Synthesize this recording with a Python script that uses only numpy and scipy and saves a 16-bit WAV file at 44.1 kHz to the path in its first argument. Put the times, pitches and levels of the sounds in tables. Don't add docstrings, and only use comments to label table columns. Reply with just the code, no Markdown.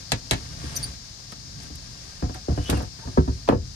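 import sys
import numpy as np
from scipy import signal
from scipy.fft import rfft, irfft
from scipy.io import wavfile
from scipy.ndimage import uniform_filter1d, minimum_filter1d

SR = 44100
rng = np.random.default_rng(int(sys.argv[2]) if len(sys.argv) > 2 else 0)


def digitize_waveform(pressure):
    field = np.atleast_2d(pressure).T
    bounded = np.clip(field, -1, 1)
    quanta = np.round(bounded * 32767).astype(np.int16)
    wavfile.write(sys.argv[1], SR, quanta)


N = 165375
T = np.arange(N) / SR


def amp(db):
    return 10 ** (np.asarray(db) / 20)


def unit(x):
    return x / np.sqrt(np.mean(x ** 2) + 1e-20)


def at_hz(table, hz, axis=1):
    table = np.array(table)
    return np.interp(np.log(np.maximum(hz, 1)), np.log(table[:, 0]), table[:, axis])


def curve(table):
    return amp(np.interp(T, *np.transpose(table)))


def add(out, start_s, x):
    i = max(int(start_s * SR), 0)
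    out[:, i:i + x.shape[1]] += x[:, :N - i]


def pan(left_minus_right_db):
    return amp(np.array([[.5], [-.5]]) * left_minus_right_db)


# [f/Hz, left minus right/dB]
MIC_LEAN = [(70, 3.5), (180, -5.5), (350, 2), (700, 2.5), (1400, 1.5), (2800, 0), (5500, 10.5), (7500, 1.5),
            (9300, -12.5), (12000, 5.5), (15000, -2)]


def lean(hz):
    return at_hz(MIC_LEAN, hz)


RIGHT_LAG_S = 0.000439


def ear_times(delay_s):
    return np.maximum(T[:SR // 2] - delay_s - np.array([[0], [RIGHT_LAG_S]]), 0)


# [f/Hz, likeness 0..1]
NOISE_LIKENESS = [(60, 0.86), (200, 0.85), (600, 0.3), (2000, 0.15), (12000, 0.13)]


def noise(left_db, right_db=None):
    hz = np.fft.rfftfreq(N, 1 / SR)
    mid, side = rfft(rng.standard_normal((2, N)))
    alike = np.clip(at_hz(NOISE_LIKENESS, hz), 0, 1)
    mid = mid * np.sqrt(1 + alike)
    side = side * np.sqrt(1 - alike)
    lag = np.exp(-2j * np.pi * hz * RIGHT_LAG_S)
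    left = (mid + side) * amp(left_db(hz))
    right = (mid - side) * amp((right_db or left_db)(hz)) * lag
    return unit(irfft([left, right], N))


RAGGED_DB, RAGGED_WIDTH_HZ = 5.5, 22


def ragged(x):
    hz = np.fft.rfftfreq(N, 1 / SR)
    db = np.interp(hz / RAGGED_WIDTH_HZ, np.arange(4000), 1 - rng.exponential(1, 4000))
    depth = np.minimum(hz / 600, 1)
    return unit(irfft(rfft(x) * amp(RAGGED_DB * depth * db), N))


# [f/Hz, left level/dB per Hz, right level/dB per Hz], relative
HISS_SPECTRUM = [(108, 4.5, 7), (430, -15.5, -15.5), (755, -10.5, -15), (1450, -14, -17),
                 (2950, -12.5, -22), (3940, -2, -8.5), (4150, 0, -10.5), (5030, 5, -1.5), (5660, 1.5, -22),
                 (6330, -2, -2.5), (7720, -10, -23), (9400, -26.5, -12.5), (10000, -41, -39.5),
                 (13650, -23.5, -22), (14700, -45, -63)]
HISS_DB, HISS_DB_PER_S = -41.5, -.5


def hiss():
    x = noise(lambda hz: at_hz(HISS_SPECTRUM, hz), lambda hz: at_hz(HISS_SPECTRUM, hz, axis=2))
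    return amp(HISS_DB + HISS_DB_PER_S * T) * x


# [t/s, level/dB]
RUMBLE_LEVEL = [(0.0, -45.5), (0.82, -33.5), (1.06, -47.5), (1.29, -46), (1.6, -39), (2.08, -45),
                (2.31, -51), (2.69, -40), (2.85, -46), (3.11, -46.5), (3.25, -28.5), (3.43, -42.5),
                (3.6, -33), (3.75, -43.5)]
# [f/Hz, level/dB per Hz], relative
RUMBLE_SPECTRUM = [(22, -37), (32, -11), (45, 6), (65, 6.5), (95, 1), (135, 5.5), (200, -6.5), (280, -8.5),
                   (400, -32), (900, -99)]
RUMBLE_TRIM_DB = -2


def rumble():
    return amp(RUMBLE_TRIM_DB) * curve(RUMBLE_LEVEL) * noise(lambda hz: at_hz(RUMBLE_SPECTRUM, hz))


# [t/s, level/dB]
SLIDE_LEVEL = [(0, -49), (.25, -51.5), (.38, -45.5), (.5, -47.5), (.66, -40), (.76, -40), (.88, -42.5),
               (.98, -53), (1.55, -53.5), (1.63, -46), (1.72, -52.5), (2.08, -48), (2.42, -54.5),
               (2.6, -46.5), (2.75, -40), (2.9, -53.5), (3.08, -50), (3.6, -54.5)]
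# [f/Hz, level/dB per Hz], relative
SLIDE_SPECTRUM = [(100, 2), (300, 10.5), (800, 7), (1700, 6.5), (3000, 3.5), (6000, 2.5), (9500, -3.5),
                  (11500, -9), (15000, -23)]
# [f/Hz, width/Hz, level over the rub/dB]
RUBBED_BOARD = [(131, 27, 13.5), (1580, 44, 5)]


def slide(grain_db=1.5):
    def colour(hz):
        peaks = sum(db / (1 + ((hz - centre) / width) ** 2) for centre, width, db in RUBBED_BOARD)
        return at_hz(SLIDE_SPECTRUM, hz) + peaks
    grain = amp(grain_db * unit(uniform_filter1d(rng.standard_normal(N), size=200)))
    rub = noise(lambda hz: colour(hz) + lean(hz) / 2, lambda hz: colour(hz) - lean(hz) / 2)
    return curve(SLIDE_LEVEL) * grain * ragged(rub)


BAND_EDGES_HZ = 45 * 2 ** (np.arange(23) / 2.6)


def dense_bands():
    white = ragged(np.array([noise(np.zeros_like), noise(np.zeros_like)]))
    bands = []
    for k, (low, high) in enumerate(zip(BAND_EDGES_HZ, BAND_EDGES_HZ[1:])):
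        band_pass = signal.butter(2, [low, high], "band", fs=SR, output="sos")
        x = signal.sosfilt(band_pass, white[k % 2])
        window = int(2 * SR / (high - low)) + SR // 500
        power = uniform_filter1d(np.mean(x ** 2, axis=0), window)
        bands.append((np.sqrt(low * high), x / np.sqrt(np.abs(power) + 1e-12)))
    return bands


def contact(hz, cutoff_hz):
    return 1 / np.sqrt(1 + (hz / cutoff_hz) ** 4)


RISE_CYCLES = 1


def envelope(t, hz, t60_s):
    return (1 - np.exp(-t * hz / RISE_CYCLES)) * np.exp(-np.log(1000) * t / t60_s)


BEND_DELAY_100HZ_S = 0.004704


def bend_delay(hz):
    return BEND_DELAY_100HZ_S * np.sqrt(100 / hz)


def modes(table, length, cutoff_hz=np.inf):
    out = 0
    for hz, db, t60_s in table:
        t = ear_times(bend_delay(hz))
        ring = np.sin(2 * np.pi * hz * t) * envelope(t, hz, t60_s * length)
        uneven_db = db + rng.normal(0, 1)
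        out = out + ring * amp(uneven_db) * contact(hz, cutoff_hz) * pan(lean(hz))
    return out


def dense_ring(bands, start_s, table, length, cutoff_hz=np.inf):
    out, i = 0, int(start_s * SR)
    count = min(SR // 3, N - i)
    for hz, x in bands:
        t = np.maximum(T[:count] - bend_delay(hz) / 2, 0)
        gain = amp(at_hz(table, hz)) * contact(hz, cutoff_hz) * pan(lean(hz))
        out = out + x[:, i:i + count] * gain * envelope(t, hz, at_hz(table, hz, axis=2) * length)
    return out


SWEEP_START_HZ, SWEEP_OCTAVE_FALL_S = 903.7, .0035


def first_wave(swell_s):
    t = ear_times(0)
    phase = 2 * np.pi * SWEEP_START_HZ * SWEEP_OCTAVE_FALL_S * np.log1p(t / SWEEP_OCTAVE_FALL_S)
    swell = t / swell_s * np.exp(1 - t / swell_s)
    hz = SWEEP_START_HZ / (1 + t[0] / SWEEP_OCTAVE_FALL_S)
    return np.sin(phase) * swell * pan(lean(hz))


# [f/Hz, level/dB, t60/s before the blow's length factor]
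CABIN_AIR = [(49.7, -30.5, 0.083), (70.1, 2.5, 0.22), (109.4, -4, 0.2)]
BOOM_DELAY_S, BOOM_RISE_S = 0.0051, 0.006


def boom(length):
    t = ear_times(BOOM_DELAY_S)
    air = sum(np.sin(2 * np.pi * hz * t) * amp(db - 60 * t / (t60_s * length))
              for hz, db, t60_s in CABIN_AIR)
    return (1 - np.exp(-t / BOOM_RISE_S)) * air


# [t/s, boom level/dB, modes level/dB, crack level/dB, ring length factor,
# first wave level/dB, snap level/dB]
LID_CLACKS = [(0.1186, -27, -25, -20, 0.92, -26, -11.5), (0.31, -21.5, -27, -20, 1.17, -26, -13.5),
              (0.332, -37, -45, -33, 0.7, -37, -35)]
# [f/Hz, level/dB, t60/s before length factor]
SHUT_LID = [(114.2, 8, 0.19), (180, -10, 0.087), (269, 0.5, .15), (459, -6.5, .15), (657, -18, 0.073),
            (940, -3, 0.14), (1350, -19, 0.073), (1696, -4.5, 0.13), (1969, -9, .1), (2370, -15, 0.072),
            (2650, -15, 0.13), (3465, -17, .07), (4004, 7.5, 0.032), (3760, -7, 0.044), (6490, -15, .06)]
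# [f/Hz, level/dB, t60/s before length factor]
CRACK_RING = [(102, -10, 0.14), (312, -16, 0.24), (730, -7.5, 0.11), (1260, -15, 0.13), (2260, -3.5, 0.11),
              (3030, -24.5, 0.21), (3960, 3, 0.084), (4900, -20, 0.19), (6600, -8, 0.093), (9200, -2, 0.04),
              (12000, -19, 0.024), (15500, -19, .04)]
# [f/Hz, level/dB, t60/s before SNAP_LENGTH]
SNAP_RING = [(200, -19, .02), (620, 0, 0.013), (1500, -11, 0.0047), (2660, -20, 0.0048), (3790, 7.5, 0.008),
             (5900, -9, 0.0075), (9100, -10, 0.0081), (15000, -25, 0.0067)]
CLACK_SWELL_S, SNAP_LENGTH = 0.016, 0.69


def clacks(bands):
    out = np.zeros((2, N))
    for start_s, boom_db, modes_db, crack_db, length, wave_db, snap_db in LID_CLACKS:
        add(out, start_s, amp(boom_db) * boom(length))
        add(out, start_s, amp(modes_db) * modes(SHUT_LID, length))
        add(out, start_s, amp(wave_db) * first_wave(CLACK_SWELL_S))
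        add(out, start_s, amp(crack_db) * dense_ring(bands, start_s, CRACK_RING, length))
        add(out, start_s, amp(snap_db) * dense_ring(bands, start_s, SNAP_RING, SNAP_LENGTH))
    return out


def thumps(bands, rows, body, dense):
    out = np.zeros((2, N))
    for start_s, boom_db, modes_db, dense_db, cutoff_hz, length, wave_db, swell_s in rows:
        add(out, start_s, amp(boom_db) * boom(length))
        add(out, start_s, amp(modes_db) * modes(body, length, cutoff_hz))
        add(out, start_s, amp(wave_db) * first_wave(swell_s))
        add(out, start_s, amp(dense_db) * dense_ring(bands, start_s, dense, length, cutoff_hz))
    return out


# [t/s, boom level/dB, modes level/dB, dense ring level/dB, contact cut-off f/Hz,
# ring length factor, first wave level/dB, first wave swell/s]
BOARD_BUMPS = [(0.637, -25, -33.5, -44, 500, 0.68, -33, 0.0065),
               (1.322, -43, -57, -33, 3000, 0.45, -48, 0.004), (1.7, -34, -43, -39, 500, 1.23, -42, 0.0056),
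               (2.222, -17, -26, -28, 1000, 1.37, -24.5, 0.016),
               (2.258, -21, -48, -39, 497, 0.76, -31.5, 0.014),
               (2.292, -51, -31.5, -31.5, 980, 0.83, -55, 0.0031),
               (2.346, -52, -56, -38, 3000, 1.7, -62, .003),
               (2.483, -16.5, -30.5, -24, 600, 1.8, -17.5, 0.0051),
               (2.512, -42, -23, -42, 700, 0.53, -24.5, 0.025),
               (2.575, -16.5, -24, -27, 960, 1.09, -26.5, 0.0059),
               (2.691, -21, -28, -21.5, 1040, 2.03, -25.5, .006),
               (2.726, -12.5, -21.5, -24.5, 1490, 0.98, -24, 0.0075),
               (2.768, -25, -23, -31.5, 1300, 1.05, -49, 0.0044),
               (2.801, -44, -30, -30.5, 1170, 1.17, -32, 0.002),
               (2.83, -49, -36.5, -40, 1300, 1.05, -34, 0.0019),
               (2.987, -46, -63, -43.5, 2250, 1.6, -55, 0.0033),
               (3.05, -24, -54, -41, 990, 1.2, -39, 0.0089),
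               (3.072, -24.5, -34.5, -35, 1080, 1.14, -31, 0.019),
               (3.173, -8.5, -8, -15.5, 810, 1.03, -9, 0.0094),
               (3.275, -16, -21.5, -29, 930, 1.06, -32, 0.016)]
# [f/Hz, level/dB, t60/s before length factor]
LOW_BOARD = [(121, -8.5, 0.12), (233, -16, 0.24), (258, -5, 0.16), (292.8, 2.5, 0.12), (345.7, -18, 0.26),
             (490.6, -9, 0.15), (610, -23.5, 0.13), (730, -7.5, 0.17), (877, -27, 0.13), (1110, -20, .11),
             (1638, -20, 0.091)]
# [f/Hz, level/dB, t60/s before length factor]
RAISED_BOARD = [(161.8, -2, .16), (264.3, 5, 0.095), (367.7, -6, 0.19), (427, -10.5, 0.16),
                (476, -11.5, 0.12), (720, -28, 0.17), (955, -4, 0.095), (1070, -29, .11), (1300, -11, .12),
                (1555, -16, 0.14)]
# [f/Hz, level/dB, t60/s before length factor]
BOARD_RING = [(60, -19, 0.42), (155, -8.5, 0.18), (293, -2, 0.057), (417, -11, 0.093), (513, -5, 0.13),
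              (606, -11.5, 0.11), (760, -7.5, 0.11), (1100, -11, 0.12), (1650, -5.5, 0.094),
              (2200, -15.5, 0.15), (8000, 2, .08)]
RAISED_S = 2.9


def bumps(bands):
    low_rows = [row for row in BOARD_BUMPS if row[0] < RAISED_S]
    raised_rows = [row for row in BOARD_BUMPS if row[0] >= RAISED_S]
    low = thumps(bands, low_rows, LOW_BOARD, BOARD_RING)
    return low + thumps(bands, raised_rows, RAISED_BOARD, BOARD_RING)


SQUEAK_JITTER, SQUEAK_FLUTTER_DB = .035, 3
SQUEAK_ECHO_DB, SQUEAK_T60_S = -5.5, 0.099


def chirps(rows):
    out = np.zeros((2, N))
    for start_s, length_s, start_hz, end_hz, db, second_db, third_db in rows:
        u = np.linspace(0, 1, int(length_s * SR))
        unsteady = unit(uniform_filter1d(rng.standard_normal((2, SR // 4)), size=50))
        wobble, flutter = unsteady[:, :len(u)]
        hz = (start_hz + (end_hz - start_hz) * u) * (1 + SQUEAK_JITTER * wobble)
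        phase = 2 * np.pi * np.cumsum(hz) / SR
        swell = np.sqrt(np.abs(np.sin(np.pi * u)))
        for k, partial_db in enumerate((0, second_db, third_db), 1):
            gain = amp(db + partial_db + SQUEAK_FLUTTER_DB * flutter) * pan(lean(k * end_hz))
            add(out, start_s, gain * np.sin(k * phase) * swell)
    echo = rng.standard_normal((2, SR // 4)) * amp(-60 * T[:SR // 4] / SQUEAK_T60_S)
    echo /= np.sqrt(np.sum(echo ** 2) / 2)
    return out + amp(SQUEAK_ECHO_DB) * signal.fftconvolve(out, echo, axes=1)[:, :N]


# [t/s, length/s, start f/Hz, end f/Hz, level/dB, second partial/dB, third partial/dB]
CUSHION_SQUEAKS = [(.754, 0.017, 4670, 4700, -35.5, 0.5, -12), (.7625, 0.016, 6220, 5780, -25, -8, -40),
                   (.826, 0.024, 4844, 4600, -29.5, -4, -19)]


def squeaks():
    return chirps(CUSHION_SQUEAKS)


# [t/s, level/dB, t60/s before TICK_LENGTH, #
# left minus right/dB, emphasised f/Hz, emphasis/dB]
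SHARP_TICKS = [(1.319, -40.5, 0.032, -4, 9500, 5), (1.632, -51, 0.068, -8, 9500, 13),
               (1.755, -45.5, 0.039, -10, 9400, 16.5), (2.342, -44, 0.043, -18, 1560, 18),
               (2.638, -41, .06, -1, 12000, 3), (2.698, -23, 0.1, -0.5, 9700, 6),
               (2.774, -45, 0.05, -7, 9300, 15), (2.821, -48.5, 0.11, -6, 10500, 9),
               (3.176, -57, 0.069, 7, 9000, -5), (3.488, -23, 0.012, -2.5, 3280, 13.5)]
# [f/Hz, level/dB]
TICK_SPECTRUM = [(1000, -31), (3300, -2.5), (6000, -10.5), (9200, -6), (11000, -12), (14000, -36),
                 (16000, -20)]
TICK_WIDTH_OCTAVES, TICK_LENGTH = 0.27, 0.64


def ticks(bands):
    out = np.zeros((2, N))
    high = [(hz, x) for hz, x in bands if hz > TICK_SPECTRUM[0][0]]
    for start_s, db, t60_s, pan_db, peak_hz, peak_db in SHARP_TICKS:
        colour = []
        for hz, _ in high:
            octaves = np.log2(hz / peak_hz)
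            emphasis_db = peak_db * np.exp(-(octaves / TICK_WIDTH_OCTAVES) ** 2)
            colour.append((hz, at_hz(TICK_SPECTRUM, hz) + emphasis_db, t60_s))
        add(out, start_s, amp(db) * pan(pan_db) * dense_ring(high, start_s, colour, TICK_LENGTH))
    return out


# [t/s, length/s, start f/Hz, end f/Hz, level/dB, second partial/dB, third partial/dB]
HINGE_CREAKS = [(2.347, 0.043, 745, 740, -47.5, -14, -25), (2.56, .1, 2920, 3030, -53, -20, -22),
                (2.648, 0.051, 2990, 3000, -39, -9, -22), (2.668, 0.036, 3300, 3430, -40, -20, -34),
                (2.738, 0.0435, 2880, 2690, -42.5, -20, -13), (2.78, .035, 2600, 2470, -62, -23, -22.5),
                (3.022, 0.031, 900, 914, -47.5, -17, -27)]


def creaks():
    return chirps(HINGE_CREAKS)


# [t/s, boom level/dB, modes level/dB, dense ring level/dB,
# contact cut-off f/Hz, ring length factor, first wave level/dB, first wave swell/s]
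STOP_BLOWS = [(3.476, -45, -50, -29.5, 1980, 1, -39, 0.0032),
              (3.4877, -30, -15.5, -11, 1180, 1, -0.5, 0.0013),
              (3.521, -40, -16.5, -16, 630, 1, -27.5, 0.011)]
# [f/Hz, level/dB, t60/s before length factor]
LID_AND_STOP = [(94, -6, 0.39), (195, -26, 0.17), (250, -2, 0.096), (284, 7.5, 0.12), (385.5, -4, 0.19),
                (488, 2.5, 0.16), (579, 5, 0.08), (691, -7, 0.16), (757, -4, 0.051), (890, -23, 0.17),
                (1070, -14, .13), (1710, -12, 0.18), (1970, -17, 0.17)]
# [f/Hz, level/dB, t60/s before length factor]
STOP_RING = [(60, -12.5, 0.38), (150, -6.5, .2), (300, -5.5, 0.13), (490, -2.5, 0.15), (586, -15, 0.17),
             (720, -0.5, 0.078), (940, -3, 0.11), (1400, -10, 0.15), (2000, -11.5, 0.13), (3000, -11, 0.14),
             (8000, -2.5, 0.11)]


def stops(bands):
    return thumps(bands, STOP_BLOWS, LID_AND_STOP, STOP_RING)


def scene():
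    bands = dense_bands()
    underlay = hiss() + rumble() + slide()
    blows = clacks(bands) + bumps(bands) + stops(bands)
    return underlay + blows + squeaks() + ticks(bands) + creaks()


LIMIT, HOLD_S, RELEASE_DB_PER_S = 0.79, 0.097, 56
LOW_CUT_HZ, HIGH_CUT_HZ = 30, 15500


def record(dry):
    low_cut = signal.butter(4, LOW_CUT_HZ, "high", fs=SR, output="sos")
    dry = signal.sosfilt(low_cut, dry)
    over_db = 20 * np.log10(np.maximum(np.abs(dry).max(axis=0) / LIMIT, 1))
    half_hold = int(HOLD_S * SR) // 2
    held_db = -minimum_filter1d(-over_db, 2 * half_hold + 1, origin=half_hold - SR // 1000)
    release_db = RELEASE_DB_PER_S * T
    duck_db = np.maximum.accumulate(held_db + release_db) - release_db
    limited = dry * amp(-uniform_filter1d(duck_db, size=64))
    high_cut = signal.ellip(10, .2, 80, HIGH_CUT_HZ, fs=SR, output="sos")
    return signal.sosfilt(high_cut, limited)


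dry = scene()
out = record(dry)
digitize_waveform(out)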